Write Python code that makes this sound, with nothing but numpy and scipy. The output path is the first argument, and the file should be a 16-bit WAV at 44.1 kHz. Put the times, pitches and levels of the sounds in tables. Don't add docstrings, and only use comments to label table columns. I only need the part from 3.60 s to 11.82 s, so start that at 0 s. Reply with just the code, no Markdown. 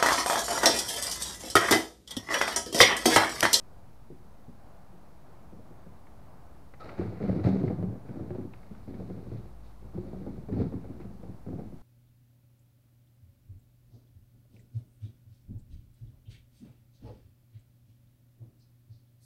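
import sys
import numpy as np
from scipy import signal
from scipy.fft import rfft, irfft, next_fast_len
from scipy.io import wavfile
from scipy.ndimage import uniform_filter1d

SR = 44100
rng = np.random.default_rng(int(sys.argv[2]) if len(sys.argv) > 2 else 0)


def persist_wave(psi):
    counts = np.round(np.clip(psi, -1, 1) * 32767).astype(np.int16)
    wavfile.write(sys.argv[1], SR, np.atleast_2d(counts).T)


N = 362502
TIME = np.arange(N) / SR
RUSTLE_SETTLE_S = 0.077

# pitch in Hz, relative level in dB, t60 in seconds.
BOX_MODES = [(70.6, -19, 0.12), (91.9, -12, 0.42), (105.2, 0, 0.28), (124.9, -8.5, 0.52),
             (160.4, -4.5, 0.22), (179.6, -2, 0.28), (211.2, -1, 0.14), (239.4, -7.5, 0.11),
             (270.1, -1.5, 0.13), (318.4, -4, 0.11), (356.2, -0.5, 0.1), (424, -10, 0.15),
             (467.7, -4, 0.083), (520.4, -4.5, 0.054), (600, -10, 0.096), (690, -14.5, 0.083),
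             (771, -15.5, 0.12), (778, -16, 0.015), (1064, -24.5, 0.026), (1187, -27.5, 0.082)]
# start in seconds, relative peak in dB, relative shell slap
# in dB, favoured resonance in Hz, ring time as a share of the modes' t60.
LANDINGS = [(3.389, -19.5, -9.5, 391, 0.48), (3.412, -21.5, -3, 377, 0.49), (3.449, -26.5, -20, 186, 1),
            (3.602, -28.5, 4, 200, 1), (3.637, -19.5, -3, 216, 1), (3.671, -22.5, -13, 259, 0.77),
            (3.690, -15, -0.5, 520, 0.31), (3.752, -19, -17, 272, 1), (3.796, -21, -2, 109, .5),
            (3.846, -13, -12, 109, 0.43), (3.866, -15, -5, 301, 0.84), (3.885, -17, -3, 208, 0.87),
            (3.926, -18.5, -15, 176, 0.59), (3.958, -19.5, -2.5, 272, 0.6), (4.035, -14, -8, 248.5, 0.66),
            (4.103, -20, -2.5, 190, 1), (4.184, -22.5, -11, 170, 1), (4.227, -22.5, -3, 196, 1),
            (4.297, -34, -7, 167, 1), (4.492, -34, -11, 156, 0.85), (4.557, -31, -2, 282, 1),
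            (4.595, -27, -6, 310, 1), (4.706, -25.5, -5.5, 335, 0.65), (4.749, -27.5, 0, 530, 0.6),
            (4.781, -24, -26, 126, 1), (4.845, -29.5, -16, 125, 0.78), (5.108, -32, -7.5, 202, 0.65),
            (5.277, -31, -8, 198, 1), (5.337, -33, -3, 225, 0.68), (5.399, -27.5, -4, 144, 0.73),
            (5.499, -26, -2, 350, 0.63), (5.578, -34, -3, 106, 0.82), (5.716, -29, -4, 108, 0.79),
            (5.743, -29, -27, 111, 0.55), (6.344, -29, -16, 165, 0.85), (6.376, -24, -11, 378, 0.8),
            (6.53, -30.5, -1, 198, 1), (6.607, -42, -2, 460, 0.45), (6.665, -24.5, -3, 250, 0.79),
            (6.777, -36, -4, 128, 1), (6.885, -26.5, -2, 449, 1), (6.926, -23.5, -12, 283, 0.9),
            (6.970, -27, -16, 208, 0.56), (6.998, -19, -3.5, 272, 0.9), (7.016, -15.5, -13, 217, 0.24),
            (7.046, -23.5, -15, 177, 0.33), (7.124, -29, 2.5, 443, 0.32), (7.137, -25, -13, 255, 0.99),
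            (7.243, -38.5, 8, 460, 1), (7.293, -30, -26, 251, 0.5), (7.4, -32.5, -1.5, 600, 0.37),
            (7.448, -32.5, -0.5, 440, 0.67), (7.631, -34, 0.5, 198, 1), (7.686, -33.5, -16, 453, 0.7),
            (7.864, -27, -3, 162, 0.32), (7.884, -26.5, -3.5, 270, 0.86), (7.929, -29, -10, 161, .7),
            (7.986, -27, -2.5, 200, 0.58), (8.123, -34.5, -6, 166, .8)]
# frequency in Hz, relative level in dB.
CRACK_SPECTRUM = [(400, -13), (800, 8), (2300, 8), (3200, -8.5), (4500, -7), (6500, -32), (12000, -62)]


def from_db(db):
    return 10 ** (np.asarray(db) / 20)


def rms_one(x):
    return x / np.sqrt(np.mean(x ** 2) + 1e-20)


def drift(rate_hz):
    step, run_in = 40, 2000
    pole = np.exp(-2 * np.pi * rate_hz * step / SR)
    noise = rng.standard_normal(N // step + run_in + 2)
    slow = signal.lfilter([1], [1, -2 * pole, pole * pole], noise)[run_in:]
    return np.interp(np.arange(N) / step, np.arange(len(slow)), rms_one(slow))


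def colour(x, spectrum):
    size = next_fast_len(N + SR // 2) * 2
    hz, db = np.transpose(spectrum)
    octave = np.log2(np.maximum(np.arange(size // 2 + 1) * SR / size, 1))
    outside = np.maximum(np.log2(hz[0]) - octave, 0) + np.maximum(octave - np.log2(hz[-1]), 0)
    gain = from_db(np.interp(octave, np.log2(hz), db) - 10 * outside)
    cepstrum = irfft(np.log(gain), size)
    cepstrum[size // 2:] = 0
    return rms_one(irfft(rfft(x, size) * np.exp(2 * rfft(cepstrum)), size)[:N])


def ring(force, hz, t60):
    pole = from_db(-60 / (max(t60, .001) * SR))
    angle = 2 * np.pi * hz / SR
    return signal.lfilter([0, np.sin(angle)], [1, -2 * pole * np.cos(angle), pole * pole], force + 1e-18)


def even(x, span_s):
    power = np.abs(uniform_filter1d(x ** 2, max(int(span_s * SR), 2)))
    return x / np.sqrt(power + 1e-4 * np.mean(x ** 2))


def clicks(per_s, spread_db):
    pulses = (rng.random(N) < per_s / SR) * rng.choice([-1, 1], N)
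    return pulses * from_db(spread_db * np.minimum(rng.exponential(1, N), 4))


def add(out, s, sound):
    start = max(int(s * SR), 0)
    out[start:start + len(sound)] += sound[:N - start]


def outdoors(wash_db, swell_db, hiss_db, wind_db, gust_db):
    # time in seconds, relative level in dB.
    wash_levels = [(0, -58.5), (1.7, -56), (2.3, -56), (3.0, -56.5), (4.4, -55), (6.0, -58.5),
                   (8.22, -58.5)]
    # frequency in Hz, relative level in dB.
    wash_spectrum = [(100, -4), (200, -0.5), (300, 1.5), (450, -2), (700, 1.5), (900, -2), (1250, -7),
                     (1800, -15.5), (2600, -25.5), (4000, -36.5)]
    hiss_spectrum = [(1000, -2.5), (2200, 6.5), (3100, 2.5), (4300, 3.5), (5500, 1.5), (7500, -1.5),
                     (10000, -0.5), (15500, -2.5)]
    wind_spectrum = [(20, -5), (35, 1.5), (55, -1.5), (85, 0.5), (130, -4), (190, -4.5), (300, -16),
                     (600, -47)]
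    s, db = np.transpose(wash_levels)
    wash_gain = from_db(wash_db + swell_db * drift(3.0) + np.interp(TIME, s, db))
    wash = wash_gain * colour(rng.standard_normal(N), wash_spectrum)
    hiss = from_db(hiss_db) * colour(rng.standard_normal(N), hiss_spectrum)
    wind = from_db(wind_db + gust_db * drift(7.3)) * colour(rng.standard_normal(N), wind_spectrum)
    return wash + hiss + wind


def engine(octave_db):
    # time in seconds, firing rate in Hz, level in dB.
    course = [(0, 70, -74), (2.8, 65, -61), (4.4, 58, -62), (5.1, 55, -58), (5.6, 54, -50.5),
              (6.9, 54.5, -51), (8.22, 55.5, -58)]
    s, hz, db = np.transpose(course)
    firing_hz = np.interp(TIME, s, hz) * (1 + 0.0051 * drift(2.5))
    phase = 2 * np.pi * np.cumsum(firing_hz) / SR
    tone = np.sin(phase) + from_db(octave_db + 3.4 * drift(1.8)) * np.sin(2 * phase)
    return np.sqrt(2) * from_db(np.interp(TIME, s, db) + 1.1 * drift(4.0)) * tone


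def impact(slap_db, focus_hz, focus_db, ring_share, sink_s, rebound_s, rebound_db):
    size = SR // 2
    later = rng.uniform(0.199, 1, 3)
    contact_s = np.append([0, sink_s], sink_s + later * rebound_s)
    at = (contact_s * SR).astype(int)
    rebounds = from_db(rebound_db) * (1 - later / 2)
    body, shell = np.zeros((2, size))
    for hz, db, t60 in BOX_MODES:
        in_body = hz < 380
        strength = np.append([.3, 1] if in_body else [.8, .6], rebounds)
        force = np.zeros(size)
        force[at] = strength * rng.choice([-1, 1], len(at)) * rng.uniform(0.57, 1.48, len(at))
        near = np.exp(-(np.log2(hz / focus_hz) / .17) ** 2)
        pitch = hz * (1 + 0.04 * rng.standard_normal())
        part = body if in_body else shell
        part += from_db(db + focus_db * near) * ring(force, pitch, t60 * ring_share * (1 + near / 2))
    sound = body / np.abs(body).max() + from_db(slap_db) * shell / np.abs(shell).max()
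    return sound / np.abs(sound).max()


def radiate(x, low_hz, soft_hz):
    high_pass = signal.butter(2, low_hz, "high", fs=SR, output="sos")
    low_pass = signal.butter(2, soft_hz, fs=SR, output="sos")
    return signal.sosfilt(np.vstack([high_pass, low_pass]), x)


def footfalls(gain_db, slap_db):
    # start in seconds, relative peak in dB, relative slap in dB, favoured resonance in Hz.
    steps = [(0.501, -36.5, -10, 326), (0.880, -39, -15, 270), (1.328, -44.5, -16, 342),
             (1.924, -38.5, -7, 216), (1.986, -41, -1, 285), (2.102, -42.5, -25, 155),
             (2.264, -40, -4.5, 189)]
    out = np.zeros(N)
    for s, db, slap, hz in steps:
        bump = impact(slap + slap_db, hz, focus_db=6.5, ring_share=0.71,
                      sink_s=0.0015, rebound_s=0.02324, rebound_db=-3.5)
        add(out, s, from_db(db + gain_db) * bump)
    return radiate(out, low_hz=60, soft_hz=600)


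def trees(x, echo_db, count=14):
    dull = signal.sosfilt(signal.butter(1, 2500, fs=SR, output="sos"), x)
    echoes = np.zeros(N)
    for delay_s in rng.uniform(.015, .16, count):
        add(echoes, delay_s, dull * rng.choice([-1, 1]) * np.exp(-delay_s / 0.11))
    return x + from_db(echo_db) * echoes


def clacks(gain_db, crack_db, crack_s):
    # start in seconds, relative peak in dB, pitch in Hz, t60 in seconds.
    strikes = [(2.469, -53, 2160, .015), (3.138, -40.5, 2040, 0.031), (3.291, -36, 1390, 0.036),
               (4.936, -45, 2530, .015), (7.402, -48.5, 990, .035)]
    # multiple of its pitch, relative level in dB.
    edge_modes = [(.26, -3), (.39, -2), (.52, -9), (.83, -9), (1, -6)]
    out, t = np.zeros(N), np.arange(SR // 8) / SR
    noise = colour(rng.standard_normal(N), CRACK_SPECTRUM)
    for s, db, hz, t60 in strikes:
        rings = sum(from_db(mode_db) * rng.choice([-1, 1]) * ring(t == 0, hz * multiple, t60)
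                    for multiple, mode_db in edge_modes)
        crack = noise[int(s * SR):][:len(t)] * (np.exp(-t / crack_s) - np.exp(-10 * t / crack_s))
        clack = rms_one(rings) + from_db(crack_db) * rms_one(crack)
        add(out, s, from_db(db + gain_db) * clack / np.abs(clack).max())
    return out


def tugs(layer, settle_s, attack_s=0.013):
    # start in seconds,
    # length in seconds, then relative levels of jostle, scrape and rustle in dB.
    pulls = [(3.192, 0.038, -56, -53.5, -64.5), (3.227, 0.11, -47, -52.5, -69),
             (3.369, 0.072, -44, -50.5, -66.5), (3.496, 0.22, -40.5, -59, -75),
             (3.607, 0.19, -31.5, -53, -68), (3.831, 0.039, -29.5, -44.5, -56.5),
             (3.936, 0.17, -31, -56, -70), (4.202, 0.12, -34, -73, -95), (4.445, 0.37, -39.5, -64.5, -79.5),
             (4.917, 0.34, -57.5, -69.5, -80.5), (5.265, 0.51, -41.5, -66, -77),
             (5.706, 0.16, -46.5, -81, -79), (6.025, 0.047, -57, -74, -74), (6.215, 0.04, -46, -73, -86),
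             (6.33, 0.482, -42, -67, -78), (6.912, 0.077, -31.5, -57.5, -71),
             (6.972, 0.045, -27, -61, -67.5), (7.125, 0.28, -45, -67.5, -84),
             (7.392, 0.16, -47.5, -87, -84), (7.59, 0.13, -46, -84, -83), (7.871, 0.19, -41.5, -68, -83)]
    column = ("jostle", "scrape", "rustle").index(layer)
    power = np.zeros(N)
    for s, length_s, *levels_db in pulls:
        t = np.maximum(TIME - s, 0)
        held = from_db(levels_db[column]) * np.minimum(t / attack_s, 1)
        power += (held * np.exp(-np.maximum(t - length_s, 0) / settle_s)) ** 2
    return np.sqrt(power)


def jostle(gain_db, knocks_per_s, soft_hz):
    rings = 0
    for size in (.93, 1, 1.08):
        knocks = clicks(knocks_per_s, spread_db=2.5)
        for hz, db, t60 in BOX_MODES:
            softened = from_db(db) / (1 + (hz / soft_hz) ** 2)
            rings += softened * ring(knocks * rng.uniform(-0.87, 1, N), hz / size, t60)
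    return from_db(gain_db) * tugs("jostle", settle_s=.035) * even(rings, span_s=0.078)


def friction(spectrum, grains_per_s, swish_db):
    catches = rms_one(clicks(grains_per_s, spread_db=1.5))
    swish = from_db(swish_db) * rng.standard_normal(N)
    return even(colour(catches + swish, spectrum), span_s=0.047)


def grass(scrape_db, rustle_db, skid_db, crush_db):
    # frequency in Hz, relative level in dB.
    scrape_spectrum = [(450, 6.5), (750, 5.5), (1000, -4), (1300, -2), (1750, -8.5), (2200, -7.5),
                       (2600, -15.5), (3200, -26), (5000, -34.5)]
    rustle_spectrum = [(2000, -2), (3100, -3.5), (3800, 8.5), (4500, 7), (5400, -3), (7000, -10),
                       (9500, -15), (12000, -18), (16000, -44)]
    skid = skids(decay_s=0.017)
    scraping = np.hypot(from_db(scrape_db) * tugs("scrape", settle_s=0.064), from_db(skid_db) * skid)
    rustling = np.hypot(from_db(rustle_db) * tugs("rustle", RUSTLE_SETTLE_S), from_db(crush_db) * skid)
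    scrape = scraping * friction(scrape_spectrum, grains_per_s=650, swish_db=-1.5)
    rustle = rustling * friction(rustle_spectrum, grains_per_s=1500, swish_db=-4.5)
    return scrape + rustle


def stems(gain_db, breaks_per_s):
    # frequency in Hz, relative level in dB.
    stem_spectrum = [(900, -17), (1500, 0), (2300, 3), (3100, -7), (4400, -0.5), (5800, -11.5), (9000, -28)]
    crackle = colour(clicks(breaks_per_s, spread_db=2.0), stem_spectrum)
    return from_db(gain_db) * tugs("rustle", RUSTLE_SETTLE_S) * crackle


def squeak(start_s, length_s, hz, waver_hz, db):
    swell = np.sin(np.pi * np.clip((TIME - start_s) / length_s, 0, 1))
    phase = 2 * np.pi * np.cumsum(hz + waver_hz * drift(82)) / SR
    return from_db(db) * np.sqrt(np.abs(swell)) * np.sin(phase)


def twigs(gain_db, ring_db, ring_cycles):
    # start in seconds, relative peak in dB, resonance in Hz, crackle decay in seconds.
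    snaps = [(3.382, -48, 2360, 0.0023), (3.628, -38.5, 2280, 0.0033), (3.692, -44, 1290, 0.0048),
             (3.844, -43, 4320, 0.009), (3.866, -48, 2150, 0.021), (4.078, -39.5, 2210, 0.0072),
             (4.231, -51, 1260, 0.008), (4.49, -47.5, 1590, .005), (4.704, -44.5, 1720, 0.0063),
             (5.032, -48.5, 2160, 0.0034), (5.148, -49.5, 1610, 0.0066), (5.342, -48, 2140, 0.0052),
             (6.925, -50, 1910, 0.0027), (7.41, -49, 1020, 0.017)]
    out, t = np.zeros(N), np.arange(SR // 8) / SR
    splinters = colour(rng.standard_normal(N), CRACK_SPECTRUM)
    for s, db, hz, crack_s in snaps:
        burst = splinters[int(s * SR):][:len(t)] * (np.exp(-t / crack_s) - np.exp(-10 * t / crack_s))
        snap = rms_one(burst) + from_db(ring_db) * rms_one(ring(burst, hz, ring_cycles / hz))
        add(out, s, from_db(db + gain_db) * snap / np.abs(snap).max())
    return out


def thuds(gain_db, slap_db):
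    out = np.zeros(N)
    for s, db, slap, hz, ring_share in LANDINGS:
        thud = impact(slap + slap_db, hz, focus_db=8.0, ring_share=ring_share,
                      sink_s=0.00301, rebound_s=.018, rebound_db=-8)
        add(out, s, from_db(db + gain_db) * thud)
    return out


def skids(decay_s):
    power, t = np.zeros(N), np.arange(SR // 2) / SR
    for s, db, slap, *_ in LANDINGS:
        add(power, s, (from_db(db + slap) * np.exp(-t / decay_s)) ** 2)
    return np.sqrt(power)


def scene():
    load = thuds(gain_db=-2.15, slap_db=-3.64) + jostle(gain_db=-2.0, knocks_per_s=40, soft_hz=650)
    close = radiate(load, low_hz=51.6, soft_hz=2220)
    close += footfalls(gain_db=1.0, slap_db=2.5)
    close += grass(scrape_db=3.0, rustle_db=-2.0, skid_db=-27.5, crush_db=-53)
    close += stems(gain_db=-3.0, breaks_per_s=140)
    close += twigs(gain_db=-2.0, ring_db=-3.0, ring_cycles=14)
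    close += clacks(gain_db=2.0, crack_db=-4.5, crack_s=0.0054)
    close += squeak(start_s=3.201, length_s=0.039, hz=1300, waver_hz=50, db=-45)
    ambience = outdoors(wash_db=-2.76, swell_db=1.0, hiss_db=-72.5, wind_db=-55.0, gust_db=-0.5)
    ambience += engine(octave_db=-11.0)
    return (trees(close, echo_db=-16.0) + ambience)[None]


def record(dry):
    return signal.sosfilt(signal.ellip(10, .1, 70, 15600, fs=SR, output="sos"), dry) - .0046


dry = scene()
out = record(dry)
persist_wave(out)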